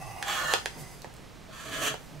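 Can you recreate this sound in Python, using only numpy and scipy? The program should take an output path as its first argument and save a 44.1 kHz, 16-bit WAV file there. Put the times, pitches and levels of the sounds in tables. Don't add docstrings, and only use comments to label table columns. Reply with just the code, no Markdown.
import sys
import numpy as np
from scipy import signal
from scipy.fft import rfft, irfft, next_fast_len
from scipy.io import wavfile
from scipy.ndimage import uniform_filter1d, map_coordinates

SR = 44100
rng = np.random.default_rng(int(sys.argv[2]) if len(sys.argv) > 2 else 0)


def to_wav(sig):
    pcm = np.clip(np.atleast_2d(sig), -1, 1) * 32767
    pcm = np.round(pcm).astype(np.int16)
    wavfile.write(sys.argv[1], SR, pcm.T)


def convert_level_to_amplitude(level_db):
    exponent = np.asarray(level_db, float) / 20
    return 10 ** exponent


N = 97020

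# centre_hz, width_hz, level_db
VISE_RINGS = [(282, 46, -3), (441, 26, -5), (638.6, 35, 1.5)]


def unit(x):
    return x / np.sqrt(np.mean(x ** 2) + 1e-20)


def along(points, hz):
    f, v = np.transpose(points)
    return np.interp(np.log(hz + 1), np.log(f + 1), v)


def levels(rows):
    s, first, *rest = np.transpose(rows)
    t = np.arange(N) / SR
    return [np.interp(t, s, first, -120, -120)] + [np.interp(t, s, column) for column in rest]


def wobble(rate):
    knots = rng.standard_normal(int(N * rate / SR) + 4)
    return map_coordinates(knots, [np.arange(N) * rate / SR])


def swell(s, length):
    return np.exp(-.5 * ((np.arange(N) / SR - s) / (length / 3)) ** 2)


def fade(s, over):
    return 1 / (1 + np.exp(np.clip((s - np.arange(N) / SR) / over, -50, 50)))


def filtered(x, response):
    m = next_fast_len(N + SR // 2)
    return irfft(rfft(x, m) * response(np.fft.rfftfreq(m, 1 / SR)), m)[..., :N]


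def body(peaks, broad_db=-120):
    def response(f):
        total = convert_level_to_amplitude(broad_db)
        for k, (centre, width, db) in enumerate(peaks):
            damping = 1j * f * width
            total = total + (-1) ** k * convert_level_to_amplitude(db) * damping / (centre * centre - f * f + damping)
        return total
    return response


def fibres(flutter_db):
    fibres_per_s, spread_db = 3000, 2
    hit = rng.random(N) < fibres_per_s / SR
    size = convert_level_to_amplitude(spread_db * rng.exponential(size=N)) * np.sign(rng.standard_normal(N))
    grains = hit * size + 0.31 * rng.standard_normal(N)
    return grains * convert_level_to_amplitude(flutter_db * (wobble(60.2) + 0.13 * wobble(250)))


def stroke(torn, db, response):
    return filtered(torn * convert_level_to_amplitude(db), response) / np.std(filtered(torn, response))


def first_stroke(torn):
    # time_s, effort_db
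    effort = [
        (.215, -75),
        (.235, -50),
        (.272, -39),
        (.285, -32.5),
        (.4, -35),
        (.46, -36.5),
        (.52, -33),
        (.56, -40.5),
        (.62, -58),
    ]
    # centre_hz, width_hz, level_db
    shallow = [(754, 53, -12), (1061, 47, 7), (1280, 140, -2), (1483, 28, 1), (1753, 28, 9), (2275, 52, 3),
               (2690, 300, -6.5), (2960, 120, 0.5), (3335, 180, -0.5), (4550, 83, -3.5), (6200, 130, -12.5),
               (7400, 220, -2.5), (9100, 190, -28), (11400, 690, -12.5)]
    # centre_hz, width_hz, level_db
    seated_rings = [(608, 150, -1), (1145, 45, 7.5), (1272, 34, 8), (1442, 47, 9.5), (1782, 49, 6.5),
                    (2700, 68, 0), (2860, 65, 2), (3210, 78, 2.5), (4020, 200, -8), (4450, 92, -8),
                    (6100, 120, -23), (7020, 340, -2.5), (11600, 190, -33)]
    # centre_hz, width_hz, level_db
    shank = [(1770, 34, -2)]

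    def dull(peaks):
        return lambda f: body(peaks, broad_db=-17.5)(f) / (1 + 1j * f / 12000) ** 2

    effort_db, = levels(effort)
    seated = fade(.41, over=.028)
    biting = np.sqrt(1 - seated) * stroke(torn, effort_db + 0.04, dull(shallow))
    settled = np.sqrt(seated) * stroke(torn, effort_db + 1.2, dull(seated_rings))
    binding = swell(.477, length=.077) * stroke(torn, effort_db - 9, body(shank))
    return biting + settled + binding


def second_stroke(torn):
    # time_s, effort_db, vise_load_db, edge_brightness_db
    effort = [
        (1.48, -71, 26, -6),
        (1.54, -56, -5, 7),
        (1.7, -51.5, 11.5, 9.5),
        (1.75, -47, 6, 8),
        (1.815, -45, 10.5, 11),
        (1.835, -40, 11, 12),
        (1.885, -38, 6, 8.5),
        (1.915, -49.5, 10, 0),
        (1.96, -60, -13, 1),
    ]
    # centre_hz, width_hz, level_db
    unloaded = [(1077, 210, -3), (1337, 100, 0), (1640, 107, 0), (1790, 77, 1.5), (2470, 370, -8.5),
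                (3010, 74, -6), (3290, 190, -5.5), (4680, 440, -10.5)]
    # centre_hz, width_hz, level_db
    deep = [(1104, 240, -6.5), (1333, 140, 0.5), (1670, 113, 0.5), (1800, 92, 0.5), (2310, 540, -7.5),
            (3000, 97, 2), (3290, 130, -3), (4750, 1100, -15)]
    # centre_hz, width_hz, level_db
    edge = [(6100, 530, -11), (7000, 310, -6.5), (7450, 580, -12), (8350, 290, -11), (9450, 480, -16),
            (12700, 510, -14.5)]
    effort_db, load_db, edge_db = levels(effort)
    loaded = fade(1.722, over=.035)
    entering = np.sqrt(1 - loaded) * stroke(torn, effort_db + 6.5, body(unloaded))
    pressing = np.sqrt(loaded) * stroke(torn, effort_db + 5.5, body(deep))
    jaws = stroke(torn, effort_db + load_db - 6.0, body(VISE_RINGS))
    singing = stroke(torn, effort_db + edge_db - 8, body(edge, broad_db=-26.5))
    return entering + pressing + jaws + singing


def cutting():
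    torn = fibres(flutter_db=1.22)
    return first_stroke(torn) + second_stroke(torn)


def slack_turn():
    # time_s, level_db, block_share_db
    rubbing = [
        (0, -53.5, 6),
        (.2, -50.5, 5.5),
        (.3, -56, 13.5),
        (.45, -55.5, 4.5),
        (.7, -57, -2.5),
        (.8, -57, -0.5),
        (.92, -55, -2.5),
        (1, -67, -20),
        (1.06, -100, -9),
    ]
    # centre_hz, width_hz, level_db
    loose = [(1937, 33, -4.5), (2626, 30, -4.5), (4830, 170, -15), (6430, 200, -12.5), (8150, 790, -25),
             (11100, 1400, -19)]
    # centre_hz, width_hz, level_db
    tight = [(1965, 34, -2), (2840, 69, -4.5), (4900, 130, -19), (6340, 140, -14), (8100, 580, -24),
             (10700, 1300, -19.5)]
    # centre_hz, width_hz, level_db
    backing = [(2004, 47, -0.5), (2770, 82, -13), (4720, 100, -7.5), (5140, 120, -6.5), (6230, 130, -9),
               (8100, 800, -13), (10300, 1500, -18.5)]
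    # centre_hz, width_hz, level_db
    block = [(758, 84, 7), (1173, 65, -3)]
    level_db, block_db = levels(rubbing)
    rub = fibres(flutter_db=1.2)

    def ring(peaks, broad_db=-29):
        return unit(filtered(rub, body(peaks, broad_db)))

    up, late = fade(.13, over=.049), fade(.46, over=.049)
    early_tap = (1 - up) * ring(loose) + up * ring(tight)
    tap = (1 - late) * early_tap + late * ring(backing)
    return convert_level_to_amplitude(level_db) * (tap + convert_level_to_amplitude(block_db) * ring(block, broad_db=-60))


def squeak():
    # start_hz, end_hz, level_db, stop_s
    partials = [
        (760, 720, -50.5, .27),
        (1970, 2300, -59, 0.232),
        (2640, 2300, -56, 0.28),
    ]
    bend, waver = 2.95, 0.0081
    t = np.arange(N) / SR
    out = np.zeros(N)
    for start_hz, end_hz, db, stop in partials:
        level = convert_level_to_amplitude(db + 2.1 * wobble(33)) * (1 - fade(stop, 0.0089))
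        glide_hz = start_hz + (end_hz - start_hz) * np.minimum(t / stop, 1) ** bend
        cycles = np.cumsum(glide_hz * (1 + waver * wobble(82))) / SR
        out += level * np.sin(2 * np.pi * cycles)
    return out


def handle():
    # time_s, tip_db, steel_db, wood_db, low_knock_db
    clicks = [
        (0.2265, -27, -23, -21.5, -37),
        (0.282, -29, -47, -27, -37),
        (0.482, -31, -36, -47, -43),
        (0.5222, -48, -54, -35, -43),
        (0.5373, -16.5, -9.5, -17, -13.5),
        (.5432, -37, -22, -46, -43),
        (0.6585, -23.5, -18.5, -19, -23.5),
        (1.0452, -45, -43, -37, -28.5),
        (1.9418, -41, -36, -44, -24.5),
    ]
    # delay_s, level_db
    chatter = [
        (0, -1),
        (.0005, -3.5),
        (.0012, -4.5),
    ]
    # delay_s, level_db
    surfaces = [
        (.0052, -9.5),
        (.011, -14),
    ]
    # centre_hz, width_hz, level_db
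    tip = [(6500, 2600, 4.5), (7830, 1500, 5), (9040, 250, 7), (12300, 2700, -9)]
    # centre_hz, width_hz, level_db
    steel = [(2930, 310, 1), (3600, 360, -1.5), (4920, 330, -4.5)]
    # centre_hz, width_hz, level_db
    wood = [(1520, 1060, -2.5), (1700, 290, 7.5)]
    # centre_hz, width_hz, level_db
    knock = [(441, 82, 1.5), (832, 220, 0)]
    out = np.zeros(N)
    luck = convert_level_to_amplitude(2 * rng.standard_normal((len(clicks), len(chatter))))
    for column, peaks in enumerate((tip, steel, wood, knock)):
        contacts = chatter[:3 if column < 2 else 1]
        push = np.zeros(N)
        for (s, *share), bounce in zip(clicks, luck):
            for k, (late, db) in enumerate(contacts):
                push[round((s + late) * SR)] += convert_level_to_amplitude(db + share[column]) * (bounce[k] if k else 1)
        one_blow = filtered(np.eye(1, N)[0], body(peaks))
        out += filtered(push, body(peaks)) / np.abs(one_blow).max()
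    back = sum(convert_level_to_amplitude(db) * np.roll(out, round(late * SR)) for late, db in surfaces)
    return out + filtered(back, lambda f: 1 / (1 + 1j * f / 5000))


def ticks():
    # time_s, level_db, ring_hz, ring_width_hz, snap_db
    touches = [(.5364, -17, 8500, 1500, -10), (.5692, -36, 13500, 3000, -16), (1.9420, -30, 1300, 150, -30),
               (1.019, -31, 7000, 4000, -10), (1.0197, -35, 4400, 700, -25), (1.0202, -39, 6100, 600, -25),
               (1.0255, -48, 3400, 500, -30), (1.1402, -33, 8800, 1500, -9), (1.1665, -39, 8000, 1200, -18),
               (1.1672, -50, 4300, 500, -25), (1.1672, -46, 1000, 300, -30)]
    snap_hz = 5060
    out = np.zeros(N)
    for s, db, hz, width, snap_db in touches:
        def response(f):
            snap = convert_level_to_amplitude(snap_db) * 1j * f / (snap_hz + 1j * f)
            return body([(hz, width, 0)])(f) + snap
        tick = filtered(np.eye(1, N, round(s * SR))[0], response)
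        out += convert_level_to_amplitude(db) * tick / np.abs(tick).max()
    return out


def shudders():
    # time_s, length_s, level_db, pitch_hz
    leans = [
        (0.027, 0.25, -43.5, 137),
        (0.488, 0.14, -46.5, 145),
        (0.818, 0.11, -43, 144),
        (1.688, 0.077, -48, 120),
        (1.797, 0.17, -47.5, 148),
        (1.915, 0.072, -47.5, 149),
        (2.165, 0.1, -46, 152.6),
    ]
    sag_per_s = 2.5
    t, waver = np.arange(N) / SR, np.cumsum(0.052 * wobble(50)) / SR
    low = np.zeros(N)
    for s, length, db, hz in leans:
        since = t - s
        cycles = hz * (since + waver - sag_per_s * since ** 2 / 2)
        low += convert_level_to_amplitude(db) * swell(s, length) * np.sin(2 * np.pi * cycles)
    return low * convert_level_to_amplitude(1.1 * wobble(44.8))


def brushing():
    # time_s, length_s, level_db
    brushes = [
        (0.804, 0.063, -51.5),
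        (2.15, 0.053, -52.5),
        (0.784, 0.095, -50),
        (2.03, 0.3, -65),
        (0.924, .2, -61),
    ]
    # frequency_hz, density_db
    skin_colour = [(2000, -42), (4500, 4), (8000, 9), (13000, 6.5), (16000, 0)]
    # centre_hz, width_hz, level_db
    nudge = [(325, 300, 0)]
    skin = lambda f: convert_level_to_amplitude(along(skin_colour, f))
    out = np.zeros(N)
    for (s, length, db), colour in zip(brushes, (skin, body(VISE_RINGS), body(nudge), skin, skin)):
        out += convert_level_to_amplitude(db) * swell(s, length) * unit(filtered(rng.standard_normal(N), colour))
    return out


def shop(x):
    # frequency_hz, t60_s
    decay = [(200, 0.15), (2000, 0.22), (6000, 0.26), (14000, 0.16)]
    hz, t, z = signal.stft(rng.standard_normal((2, SR // 2)), SR, nperseg=128)
    dying = z * convert_level_to_amplitude(-60 * t / along(decay, hz)[:, None])
    tail = signal.istft(dying, SR, nperseg=128)[1]
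    delayed = np.pad(x, (round(.003 * SR), 0))[None]
    return signal.fftconvolve(delayed, tail / np.linalg.norm(tail[0]), axes=1)[:, :N]


def hush():
    # frequency_hz, density_db
    hush_colour = [(22, -8), (42, 1), (70, -6), (130, -2), (300, -10), (1000, -16), (6000, -27.5),
                   (15500, -41)]
    # frequency_hz, likeness
    alike = [(30, 0.49), (200, 0.14), (1000, 0.56), (8000, 1)]
    level_db, left_db = -48, -1.5

    def mid_side(hz):
        turn = np.arccos(np.clip(along(alike, hz), -1, 1)) / 2
        return convert_level_to_amplitude(along(hush_colour, hz)) * [np.cos(turn), np.sin(turn)]

    mid, side = filtered(rng.standard_normal((2, N)), mid_side)
    pair = unit(np.array([mid + side, mid - side]))
    return convert_level_to_amplitude(level_db + 0.4 * wobble(6.0)) * pair * convert_level_to_amplitude([[left_db], [-left_db]])


def scene():
    left_db, room_db, turn_s = -2, 1, .25
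    click_room_db = -2.5
    steady = cutting() + slack_turn() + squeak() + shudders() + brushing()
    clicks = handle() + ticks()
    sent = steady + convert_level_to_amplitude(click_room_db) * clicks
    step = np.arange(N) / SR / turn_s
    room = np.zeros((2, N))
    for k in range(int(step[-1]) + 2):
        share = np.clip(1 - abs(step - k), 0, 1)
        room += shop(sent * share)
    direct = (steady + clicks) * convert_level_to_amplitude([[left_db], [-left_db]])
    return direct + convert_level_to_amplitude(room_db) * room + hush()


def band_edge(x):
    top_hz, edge_hz, sudden_db = 15750, 16800, 9
    top = filtered(x, lambda hz: (hz >= top_hz) & (hz < edge_hz))
    size = np.abs(top).mean(axis=0)
    sudden = uniform_filter1d(size, size=128) > convert_level_to_amplitude(sudden_db) * uniform_filter1d(size, size=4096)
    gate = uniform_filter1d(1. * sudden, size=128)
    return filtered(x, lambda hz: hz < top_hz) + filtered(top * gate, lambda hz: hz < edge_hz)


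def top_cut(x):
    return signal.sosfilt(signal.butter(12, 16800, fs=SR, output="sos"), x)


def record(dry):
    mix = band_edge(dry)
    return top_cut(mix)


dry = scene()
out = record(dry)
to_wav(out)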